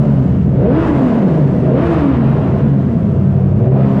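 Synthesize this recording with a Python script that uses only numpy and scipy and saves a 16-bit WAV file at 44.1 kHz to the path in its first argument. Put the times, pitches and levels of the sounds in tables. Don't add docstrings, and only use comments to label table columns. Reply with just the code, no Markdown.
import sys
import numpy as np
from scipy import signal
from scipy.fft import rfft, irfft
from scipy.io import wavfile
from scipy.ndimage import uniform_filter1d, minimum_filter1d

SR = 44100
rng = np.random.default_rng(int(sys.argv[2]) if len(sys.argv) > 2 else 0)


def dump(signal):
    limited = np.clip(np.atleast_2d(signal).T, -1, 1)
    pcm = np.round(limited * 32767).astype(np.int16)
    wavfile.write(sys.argv[1], SR, pcm)


N = 176400


def undb(db):
    return 10 ** (np.asarray(db) / 20)


def unit(x):
    return x / np.sqrt(np.mean(x ** 2))


def curve(table):
    return np.interp(np.arange(N) / SR, *np.array(table, float).T)


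def smooth(x, samples):
    return uniform_filter1d(uniform_filter1d(x, samples), samples)


def walk(rate_hz):
    hold = int(SR / rate_hz)
    return unit(smooth(np.repeat(rng.standard_normal(size=400), hold)[:N], hold))


def colour(x, points):
    hz, db = np.array(points, float).T
    size = 2 * N
    gain_db = np.interp(np.log(np.fft.rfftfreq(size, 1 / SR) + 1), np.log(hz), db)
    cepstrum = irfft(np.log(undb(gain_db)))
    cepstrum[1:N] *= 2
    cepstrum[N + 1:] = 0
    return irfft(rfft(x, size) * np.exp(rfft(cepstrum)))[:N]


def steady(x, span_s):
    return x / np.sqrt(smooth(x ** 2, int(span_s * SR)) + 1e-18)


def garage(x, wet_db, t60_s=1.46, treble_t60_s=0.42, first_echo_s=0.009, change_s=0.5):
    t = np.arange(SR) / SR
    lead = SR // 4
    source = np.concatenate([x[lead:0:-1], x])
    place = np.arange(len(source)) / SR / change_s
    wet = np.zeros(len(source) + SR)
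    slow, fast = (np.exp(-np.log(1000) * t / t60) * (t > first_echo_s) for t60 in (t60_s, treble_t60_s))
    for k in range(int(place[-1]) + 2):
        noise = rng.standard_normal(SR)
        low = signal.sosfilt(signal.butter(2, 1500, fs=SR, output="sos"), noise)
        tail = low * slow + (noise - low) * fast
        near = np.flatnonzero(np.abs(place - k) < 1)
        crossfade = np.cos(np.pi / 2 * (place[near] - k))
        echo = signal.fftconvolve(source[near] * crossfade, tail / np.linalg.norm(tail))
        wet[near[0]:near[0] + len(echo)] += echo
    return x + undb(wet_db) * wet[lead:lead + N]


def boom(centre_hz=134.3, drift=0.014, waver_db=3.5):
    # (time [s], level [dB])
    boom_level = [(0.2, -24), (0.78, -16), (0.9, -21.5), (1.55, -24), (1.75, -12.5), (2.0, -30.5),
                  (2.3, -14), (2.75, -17), (3.06, -28), (3.2, -19)]
    hz = centre_hz * (1 + drift * walk(14))
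    tone = np.sin(2 * np.pi * np.cumsum(hz) / SR)
    return unit(tone * undb(waver_db * walk(8.7))) * undb(curve(boom_level) - 1.5)


def gas(turns, spectrum, puff_share, wet_db):
    gate = 1 - puff_share * (1 - np.exp(-(turns % 1) / 0.2))
    rush = garage(gate * rng.standard_normal(N), wet_db)
    return steady(colour(rush, spectrum), span_s=0.06)


def rasp_and_hiss(turns):
    # (frequency [Hz], gain [dB])
    rasp_spectrum = [(450, -5), (750, -3.5), (930, 2), (1300, -3.5), (1800, -7.5), (2350, -13),
                     (2800, -14.5), (3600, -23), (5000, -33.5), (12000, -88)]
    hiss_spectrum = [(1800, -2), (3300, 2), (5600, -1.5), (7500, -5), (9500, -11), (11000, -19.5),
                     (15500, -21)]
    # (time [s], level [dB])
    rasp_level = [(0.1, -37.5), (0.51, -44), (0.76, -29.5), (0.88, -27.5), (1.0, -30.5), (1.62, -38.5),
                  (1.82, -29), (1.95, -27.5), (2.05, -30.5), (2.53, -35), (2.92, -42), (3.55, -42.5),
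                  (3.7, -39.5), (3.8, -34.5)]
    hiss_level = [(0.12, -59.5), (0.68, -65), (0.87, -55), (1.76, -61), (1.91, -54), (2.14, -60.5),
                  (3.7, -65), (3.92, -59)]
    rasp = gas(turns, rasp_spectrum, puff_share=0.4, wet_db=-1) * undb(curve(rasp_level) + 2.5)
    hiss = gas(turns, hiss_spectrum, puff_share=0.41, wet_db=-1.5) * undb(curve(hiss_level) + 2.5)
    return rasp + hiss


def firings(turns, scatter_db=3, scatter_intervals=0.073):
    # (level [dB], lag [firing intervals])
    cylinders = [(0.5, -0.034), (-8, 0.1), (-1.5, -0.11), (0.5, .12), (-5.5, .2), (-3.5, -0.072),
                 (-8, 0.092), (3, -0.047)]
    k = np.arange(int(turns[-1]))
    db, lag = np.array(cylinders, float)[k % len(cylinders)].T
    time_draw, size_draw = rng.standard_normal(size=(1200, 2))[k].T
    at = np.interp(k + lag + scatter_intervals * time_draw, turns, np.arange(N))
    size = undb(db + scatter_db * size_draw)
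    i = at.astype(int)
    return (np.bincount(i, size * (1 - at + i), N + 1) + np.bincount(i + 1, size * (at - i), N + 1))[:N]


def bark(pulses, hz, turns, full_throttle_hz_per_s=170):
    # (frequency [Hz], gain [dB])
    pipe_response = [(200, -28.5), (340, -5.5), (385, 0.5), (425, -4), (470, 2.5), (520, -3), (625, -1),
                     (668, 0.5), (715, -5.5), (900, -20), (1500, -63), (6000, -115)]
    # (time [s], level [dB])
    bark_level = [(0.03, -24), (0.44, -33), (0.66, -13), (0.8, -23.5), (1.39, -20.5), (1.49, -28.5),
                  (1.73, -15), (2.06, -26.5), (2.55, -24), (2.89, -30.5), (3.48, -27), (3.72, -16),
                  (3.86, -23)]
    climb = uniform_filter1d(np.gradient(hz), SR // 10) * SR
    throttle = np.clip(climb / full_throttle_hz_per_s, 0, 1)
    tonal_share = 0.35 * hz.min() / hz * (1 - throttle) + 0.72 * throttle
    pipe_hz, pipe_db = np.array(pipe_response, float).T
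    rolloff_db_per_octave = 6.5 + 9 * throttle
    overtones = np.zeros(N)
    for k in range(2, 7):
        db = np.interp(k * hz, pipe_hz, pipe_db) - rolloff_db_per_octave * np.log2(k) + 2 * walk(22)
        overtones += undb(db) * np.sin(2 * np.pi * k * turns)
    howl = steady(garage(overtones, wet_db=-8.5), span_s=0.18)
    ring = steady(colour(garage(pulses, wet_db=7.5), pipe_response), span_s=0.16)
    return (np.sqrt(tonal_share) * howl + np.sqrt(1 - tonal_share) * ring) * undb(curve(bark_level) - 1)


def rumble(pulses, turns):
    # (frequency [Hz], gain [dB])
    rumble_spectrum = [(50, -42.5), (100, -12.5), (165, 3.5), (210, -2.5), (285, -9.5), (400, -13),
                       (600, -34), (4000, -110)]
    deep_spectrum = [(10, -56), (38, -16), (55, -16), (73, -0.5), (100, -9.5), (700, -110)]
    # (time [s], level [dB])
    rumble_level = [(0.05, -20), (0.52, -17), (0.7, -20.5), (1.4, -16.5), (1.58, -16), (1.76, -16.5),
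                    (3.2, -19.5)]
    deep_level = [(0.03, -39), (0.33, -21), (0.98, -23.5), (1.2, -38), (1.91, -22), (3.82, -29)]
    phasor = np.exp(2j * np.pi * turns)
    amplitude = signal.fftconvolve(pulses / phasor, np.hanning(SR // 10) / (SR // 20), "same")
    uneven = garage(pulses - 2 * np.real(amplitude * phasor), wet_db=7)
    lumps = steady(colour(uneven, rumble_spectrum), span_s=0.056) * undb(curve(rumble_level))
    deep = steady(colour(uneven, deep_spectrum), span_s=0.19) * undb(curve(deep_level) - 1)
    return lumps + deep


def exhaust_note(hz, turns, pipe_hz=204, half_width_hz=32):
    # (time [s], level [dB])
    tone_level = [(0.1, -12), (0.3, -22.5), (0.58, -18.5), (0.74, -13.5), (0.86, -18), (1.0, -12.5),
                  (1.48, -14.5), (1.62, -22.5), (1.76, -14.5), (1.84, -12.5), (1.94, -17), (2.18, -11),
                  (2.35, -20), (3.4, -19.5), (3.7, -11.5), (3.9, -20)]
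    fifth_level = [(0.25, -19), (0.7, -31.5), (2.45, -31.5), (2.62, -18), (2.95, -16), (3.3, -24),
                   (3.7, -24), (3.86, -16)]
    tone_db = curve(tone_level)
    octave_db = -18 - 10 * np.log10(1 + ((2 * hz - pipe_hz) / half_width_hz) ** 2)
    partials = [(0.5, tone_db - 15.5), (1, tone_db), (1.5, curve(fifth_level)), (2, octave_db)]
    note = sum(undb(db + 1.7 * walk(30)) * np.sin(2 * np.pi * ratio * turns) for ratio, db in partials)
    note = signal.sosfilt(signal.butter(2, 65, "highpass", fs=SR, output="sos"), note)
    return garage(note, wet_db=-8.5)


def scene():
    # (time [s], firing rate [Hz])
    revs = [(0, 150), (0.3, 120), (0.42, 93), (0.53, 86), (0.78, 332), (0.84, 331), (0.9, 298), (1.3, 172),
            (1.53, 124), (1.63, 124), (1.83, 335), (1.89, 341), (2.17, 235), (2.3, 204), (2.41, 192),
            (2.55, 138), (2.64, 149), (3.0, 108), (3.13, 96), (3.53, 96), (3.74, 136), (4, 131)]
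    hz = uniform_filter1d(curve(revs), SR // 30) * (1 + 0.01 * walk(20))
    turns = np.cumsum(hz) / SR
    pulses = firings(turns)
    flow = rasp_and_hiss(turns)
    engine = rumble(pulses, turns) + exhaust_note(hz, turns) + bark(pulses, hz, turns)
    return (engine + flow + boom())[None]


def record(dry, span_s=0.018, target_db=-6, gain_share=0.26, limit_db=-2, top_hz=15700):
    rms = np.sqrt(smooth(dry ** 2, int(span_s * SR)))
    even = dry * (undb(target_db) / rms) ** gain_share
    allowed = np.minimum(1, undb(limit_db) / (np.abs(even) + 1e-9))
    gain = smooth(minimum_filter1d(allowed, SR // 40), SR // 80)
    return signal.sosfilt(signal.ellip(8, 0.2, 70, top_hz, fs=SR, output="sos"), even * gain)


dry = scene()
out = record(dry)
dump(out)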